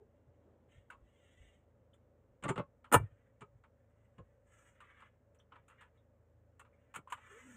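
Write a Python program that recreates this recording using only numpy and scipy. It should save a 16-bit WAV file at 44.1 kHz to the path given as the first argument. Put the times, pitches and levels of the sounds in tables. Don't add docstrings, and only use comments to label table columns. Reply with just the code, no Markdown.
import sys
import numpy as np
from scipy import signal
from scipy.fft import rfft, irfft, next_fast_len
from scipy.io import wavfile
from scipy.ndimage import uniform_filter1d

SR = 44100
rng = np.random.default_rng(int(sys.argv[2]) if len(sys.argv) > 2 else 0)


def file_out(sig):
    cols = np.atleast_2d(sig).T
    lim = np.clip(cols, -1, 1)
    pcm = np.round(lim * 32767).astype(np.int16)
    wavfile.write(sys.argv[1], SR, pcm)


N = 333396
TIME = np.arange(N) / SR


def from_db(db):
    return 10 ** (np.asarray(db) / 20)


def unit_rms(x):
    return x / np.sqrt(np.mean(x ** 2) + 1e-20)


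def curves(rows):
    times_s, *columns = np.transpose(rows)
    return [np.interp(TIME, times_s, values) for values in columns]


def add(track, start_s, sound):
    start = round(start_s * SR)
    track[start:start + len(sound)] += sound[:N - start]


def bandpass(x, low_hz, high_hz, order=2):
    sos = signal.butter(order, [low_hz, min(high_hz, .45 * SR)], "band", fs=SR, output="sos")
    return signal.sosfilt(sos, x)


def resonance(x, hz, width_hz, boost_db):
    peak = signal.iirpeak(hz, hz / width_hz, fs=SR)
    return x + (from_db(boost_db) - 1) * signal.lfilter(*peak, x + 1e-18)


def coloured(noise, spectrum):
    hz, db = np.transpose(spectrum)
    size = next_fast_len(N)
    bins_hz = np.maximum(np.arange(size // 2 + 1) * SR / size, 1)
    gain = from_db(np.interp(np.log(bins_hz), np.log(hz), db))
    return unit_rms(irfft(rfft(noise, size) * gain, size)[:N])


def drift(rate_hz):
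    knots = rng.standard_normal(8000)
    return np.interp(TIME * rate_hz, np.arange(len(knots)), knots)


# (multiple of firing rate, rms level [dB])
ENGINE_ORDERS = [(2, -80), (3, -75), (4, -78), (9, -90), (12, -93), (21, -86)]
# (frequency [Hz], relative level [dB])
RUMBLE_SPECTRUM = [(25, -22), (60, -9), (118, 2), (160, -8), (260, -7), (350, -16.5), (450, -6.5),
                   (600, -13.5), (900, -19.5), (1760, -26.5), (3000, -39.5), (4500, -46), (7500, -41),
                   (10000, -51), (15000, -45.5)]
def engine_idle(firing_hz=27.3, wander=.012, sway_db=2.4, rumble_db=-73.5, drone_db=-79.5, throb=.17):
    phase = 2 * np.pi * np.cumsum(firing_hz * (1 + wander * drift(2.5))) / SR
    hum = np.zeros(N)
    for multiple, db in ENGINE_ORDERS:
        amplitude = np.sqrt(2) * from_db(db + sway_db * drift(2.8))
        hum += amplitude * np.sin(multiple * phase + rng.uniform(0, 2 * np.pi))
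    drone = from_db(drone_db) * unit_rms(bandpass(rng.standard_normal(N), low_hz=505.5, high_hz=594.5))
    rumble = from_db(rumble_db) * coloured(rng.standard_normal(N), RUMBLE_SPECTRUM)
    return hum + rumble + drone * (1 + throb * np.cos(phase))


def arm_on_seat():
    level_db, = curves([(0, -78.5), (.27, -77.5), (.5, -70), (.75, -77.5),
                        (1.4, -80), (2.3, -79), (2.7, -100)])
    return from_db(level_db) * unit_rms(bandpass(rng.standard_normal(N), low_hz=172.4, high_hz=550))


# (time [s], pitch [Hz], level [dB])
SQUEAK_GLIDES = [
    [(0, 445, -73), (0.025, 423, -61), (0.06, 407, -84)],
    [(7.26, 286.6, -93), (7.32, 411, -67.5), (7.365, 447, -60), (7.42, 494, -80)],
    [(7.41, 245, -76.5), (7.46, 260.5, -58.5), (7.51, 251.5, -60.5), (7.56, 217, -60.5)],
]
def upholstery_squeaks(jitter=.078, shimmer_db=2.5, overtone_db=-19):
    out = np.zeros(N)
    for glide in SQUEAK_GLIDES:
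        hz, db = curves(glide)
        phase = 2 * np.pi * np.cumsum(hz * (1 + jitter * drift(400))) / SR
        gate = uniform_filter1d(1. * (TIME > glide[0][0]) * (TIME < glide[-1][0]), size=400)
        tone = unit_rms(np.sin(phase) + from_db(overtone_db) * np.sin(2 * phase))
        out += gate * from_db(db + shimmer_db * drift(80)) * tone
    return out


# (frequency [Hz], relative level [dB], t60 [s])
COLUMN_MODES = [(55, 0, .2), (88.4, -4, 0.18), (104, 1, 0.11), (124, 4.5, 0.07), (154.5, -6, 0.13),
                (194.1, -6.5, 0.083)]
# (time [s], level [dB], favoured pitch [Hz])
COLUMN_BLOWS = [(0.27, -55, 109), (0.765, -51.5, 85), (0.941, -63, 60), (1.019, -55, 59), (1.40, -53, 63.3),
                (1.458, -63, 58.7), (2.31, -62, 57.3), (2.947, -19.5, 113.7), (2.996, -28, 98),
                (3.024, -31.5, 101.1), (3.11, -52, 89), (3.54, -53, 100), (4.18, -48.5, 157.1),
                (4.191, -49, 83)]
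def column_thumps(blows, t60_scale=1, spread_octaves=.48, rise_s=.0031):
    t = TIME[:SR // 2]
    hz, mode_db, t60_s = np.transpose(COLUMN_MODES)[:, :, None]
    signs = (-1) ** np.arange(len(hz))[:, None]
    envelopes = from_db(mode_db - 60 * t / (t60_s * t60_scale)) * (1 - np.exp(-t / rise_s))
    modes = signs * envelopes * np.sin(2 * np.pi * hz * t)
    out = np.zeros(N)
    for start_s, db, pitch_hz in blows:
        weights = np.exp(-.5 * (np.log2(hz / pitch_hz) / spread_octaves) ** 2)
        add(out, start_s, from_db(db) * np.sum(weights * modes, axis=0))
    return out


# (start [s], length [s], swish [dB], hiss [dB])
HAND_STROKES = [(0.676, 0.097, -74, -85.5), (0.995, 0.49, -76, -86), (1.32, 0.23, -75.5, -85.5),
                (2.945, 0.1, -71.5, -101), (2.985, 0.3, -83, -102), (3.7, 0.62, -88.5, -104),
                (4.433, 0.26, -72, -78.5), (4.704, 0.35, -68, -94.5), (5.505, 0.06, -71.5, -104),
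                (5.687, 0.077, -74, -100), (5.775, 0.05, -66.5, -101), (5.949, 0.035, -83.5, -99),
                (6.63, 0.29, -83, -101), (7.104, 0.2, -64.5, -84), (7.226, 0.2, -62, -72.5),
                (7.425, 0.12, -64, -69.5)]
def stroke_gains(attack_share=.5, release_s=.037, rest_swish_db=-99, rest_hiss_db=-109, fidget_db=3.5):
    power = (from_db([[rest_swish_db], [rest_hiss_db]]) * from_db(fidget_db * drift(7))) ** 2
    for start_s, length_s, swish_db, hiss_db in HAND_STROKES:
        swell = np.clip((TIME - start_s) / (attack_share * length_s), 0, 1)
        release = np.exp(-np.clip((TIME - start_s - length_s) / release_s, 0, 20))
        power += (from_db([[swish_db], [hiss_db]]) * swell * release) ** 2
    return np.sqrt(power)


def moving_echoes(x, gain=.69, travel_s=.0006, count=6):
    out = x
    for lag_s in np.linspace(.0015, .009, count) * rng.uniform(.87, 1.2, count):
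        out = out + gain * np.interp(TIME - lag_s - travel_s * drift(2), TIME, x)
    return out


# (frequency [Hz], width [Hz], boost at full coupling [dB])
TRIM_MODES = [(915, 40, 5), (995, 25, 4), (1345, 70, 6), (1770, 30, 8), (1972, 20, 10), (2327, 20, 10),
              (2826, 22, 12), (5190, 45, 13), (6430, 60, 9), (7870, 40, 10), (8825, 60, 17),
              (11100, 60, 13), (14600, 90, 13)]
def trim_ring(x, coupling):
    for hz, width_hz, boost_db in TRIM_MODES:
        x = resonance(x, hz, width_hz, coupling * boost_db)
    return x


# (frequency [Hz], relative level [dB])
RIM_SPECTRUM = [(700, -30), (1450, -2), (1650, -5), (1850, 5), (2080, 8), (2450, -5.5), (2750, 3.5),
                (3300, 1.5), (3900, -10.5), (4500, -56)]
CLOTH_SPECTRUM = [(500, -29.5), (850, -14), (1000, -8.5), (1180, -3), (1480, -1.5), (1850, -0.5),
                  (2190, -4), (2540, -11), (2900, -10.5), (3500, -17), (4600, -47.5)]
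HISS_SPECTRUM = [(4800, -33.5), (5700, -9), (6700, 2), (8500, 1.5), (9500, -17.5), (15000, -17)]
def rubbing(grain_db=4.5, flutter_db=2.04, flutter_hz=60, catches_per_s=12, catch_s=.006, catch_db=-1.5):
    swish_gain, hiss_gain = stroke_gains()
    slips = rng.standard_normal(N)
    slips *= from_db(grain_db * rng.standard_normal(N) + flutter_db * drift(flutter_hz))
    onsets = rng.random(N) < catches_per_s / SR
    catches = signal.lfilter([1], [1, -np.exp(-1 / (catch_s * SR))], onsets + 1e-18)
    slips *= 1 + from_db(catch_db) * catches
    slips = trim_ring(moving_echoes(slips), coupling=.51)
    on_rim = np.interp(TIME, [1.8, 2.6], [1, 0])
    swish = on_rim * coloured(slips, RIM_SPECTRUM) + (1 - on_rim) * coloured(slips, CLOTH_SPECTRUM)
    return swish_gain * swish + hiss_gain * coloured(slips, HISS_SPECTRUM)


# (time [s], pitch [Hz], level [dB], t60 [s])
PART_PINGS = [(0.901, 1520, -42.5, 0.047), (1.933, 3340, -66, .07), (5.388, 5870, -74.5, 0.073),
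              (5.400, 3313, -66, 0.086), (5.975, 3495, -78, 0.13), (6.730, 2160, -70, 0.16),
              (7.074, 1092, -46, 0.081), (7.122, 943, -33.5, 0.061)]
def loose_part_pings(rise_s=.00067, detune_share=.09):
    t = TIME[:SR // 4]
    out = np.zeros(N)
    for start_s, hz, db, t60_s in PART_PINGS:
        detune, half_turns = rng.uniform(-1, 1, (2, 5, 1))
        modes_hz = hz * (1 + detune_share * detune)
        cluster = np.sin(2 * np.pi * modes_hz * t + np.pi * half_turns).sum(axis=0)
        envelope = from_db(db - 60 * t / t60_s) * (1 - np.exp(-t / rise_s))
        add(out, start_s, envelope * unit_rms(cluster) / np.sqrt(2))
    return out


# (low [Hz], high [Hz], t60 scale, rise scale, hardness weight)
IMPACT_BANDS = [(820, 1420, .95, 0.61, -0.035), (210, 590, 0.7, 2.2, -0.42), (1480, 3064, .72, 1, 0.19),
                (6770, 9100, 0.61, .8, 0.99), (9700, 16000, .72, .7, 0.99)]
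def impacts(rows, colour_db, ring_db, ring_width_hz, rise_s, tail_db, tail_t60_s=.17, grain_db=1):
    t = TIME[:SR // 3]
    tail = from_db(tail_db - 60 * t / tail_t60_s)
    out = np.zeros(N)
    for start_s, db, hardness_db, t60_s in rows:
        scatter, grain = rng.standard_normal((2, len(t)))
        echoes = unit_rms(scatter * from_db(grain_db * grain))
        for (low_hz, high_hz, t60_scale, rise_scale, weight), band_db in zip(IMPACT_BANDS, colour_db):
            attack = 1 - np.exp(-t / (rise_s * rise_scale))
            decay = from_db(-60 * t / (t60_s * t60_scale)) + tail
            burst = bandpass(echoes * attack * decay, low_hz, high_hz, order=3)
            ring = resonance(burst, rng.uniform(low_hz, high_hz), ring_width_hz, ring_db)
            gain = from_db(db + band_db + weight * hardness_db) * np.sqrt(np.mean(decay ** 2))
            add(out, start_s, gain * unit_rms(ring))
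    return out


# (time [s], relative level [dB], hardness [dB], base t60 [s])
PLASTIC_CLICKS = [ (0.9015, -53, 1.5, 0.097), (0.919, -58.5, -6, 0.16), (1.938, -79, 16, .15),
                  (2.8415, -59, -6, 0.15), (3.636, -64, -8, 0.12), (4.803, -57, -0.5, 0.15),
                  (5.001, -62, -2, 0.17), (5.020, -59.5, -12, .12), (5.345, -78.5, 14.5, 0.15),
                  (5.392, -77.5, 7, 0.21), (5.519, -57.5, -22, 0.15), (5.556, -57.5, -14, 0.086),
                  (5.680, -67, 14, 0.11), (5.697, -64, 1, .18), (5.808, -60.5, 3, 0.19),
                  (6.594, -58, 10.5, 0.12), (6.607, -62, -21, 0.11), (6.647, -68, -10, 0.16),
                  (6.939, -50.5, 3, 0.13), (6.947, -52.5, 11, .09), (6.957, -45, 12, 0.1),
                  (7.0734, -66.5, -1, 0.24), (7.099, -60, 10.5, 0.37), (7.122, -41, 6, 0.09),
                  (7.174, -57.5, -21, 0.079), ]
CLICK_BANDS_DB = [-2.5, -16, -2, -13.5, -26.5]
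def plastic_clicks(gain_db=-3):
    clicks = impacts(PLASTIC_CLICKS, CLICK_BANDS_DB,
                     ring_db=9, ring_width_hz=41.6, rise_s=.002, tail_db=-34)
    return from_db(gain_db) * resonance(clicks, hz=1240, width_hz=420, boost_db=8.5)


# (time [s], relative level [dB], hardness [dB])
WHEEL_KNOCKS = [(2.424, -53, 0), (2.436, -41.5, 7.5), (2.451, -40.5, -14), (2.480, -39, 0),
                (2.489, -37.5, 9.5), (2.496, -39, -24.5), (2.557, -45.5, -5.5), (2.576, -39, -8),
                (2.593, -43.5, -24.5), (3.407, -58.5, 6), (3.4158, -52, -6), (4.181, -60, -4.5),
                (4.192, -67.5, -37.5), (6.962, -55, -0.5), (6.982, -63.5, -23)]
KNOCK_BANDS_DB = [1, 0.5, -2, -14, -40]
def wheel_knocks(clack_gain_db=-2.5, base_t60_s=.099, thud_gain_db=9.5, thud_hz=184):
    strikes = [(*knock, base_t60_s) for knock in WHEEL_KNOCKS]
    clacks = impacts(strikes, KNOCK_BANDS_DB, ring_db=12, ring_width_hz=26, rise_s=.0019, tail_db=-28)
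    clacks = resonance(clacks, hz=1120, width_hz=170, boost_db=5)
    blows = [(start_s, db + thud_gain_db - .34 * hardness_db, thud_hz)
             for start_s, db, hardness_db in WHEEL_KNOCKS]
    thuds = column_thumps(blows, t60_scale=.7)
    return from_db(clack_gain_db) * clacks + thuds


# (time [s], relative level [dB], hardness [dB], base t60 [s])
LATCH_BLOWS = [(2.9155, -38.5, -13, .08), (2.924, -23.5, 0, .075), (2.934, -21.5, 2, .07),
               (2.9414, -16, 0.5, .06), (2.949, -22.5, 1, .07), (2.962, -32, -6.5, .08),
               (2.995, -63, -43.5, .18)]
LATCH_BANDS_DB = [0, -1, -9.5, -13, -16]
def column_latch(gain_db=-2):
    blows = impacts(LATCH_BLOWS, LATCH_BANDS_DB,
                    ring_db=.5, ring_width_hz=100, rise_s=.0005, tail_db=-33.5)
    return from_db(gain_db) * trim_ring(blows, coupling=1)


def scene():
    engine = engine_idle()
    friction = arm_on_seat() + upholstery_squeaks() + rubbing()
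    small_things = loose_part_pings() + plastic_clicks()
    steering = column_thumps(COLUMN_BLOWS) + wheel_knocks() + column_latch()
    return (engine + friction + small_things + steering)[None]


def record(dry, cutoff_hz=15500):
    hollowed = resonance(dry, hz=4750, width_hz=220, boost_db=-8)
    lowpass = signal.ellip(10, .2, 80, cutoff_hz, fs=SR, output="sos")
    return signal.sosfilt(lowpass, hollowed)


dry = scene()
out = record(dry)
file_out(out)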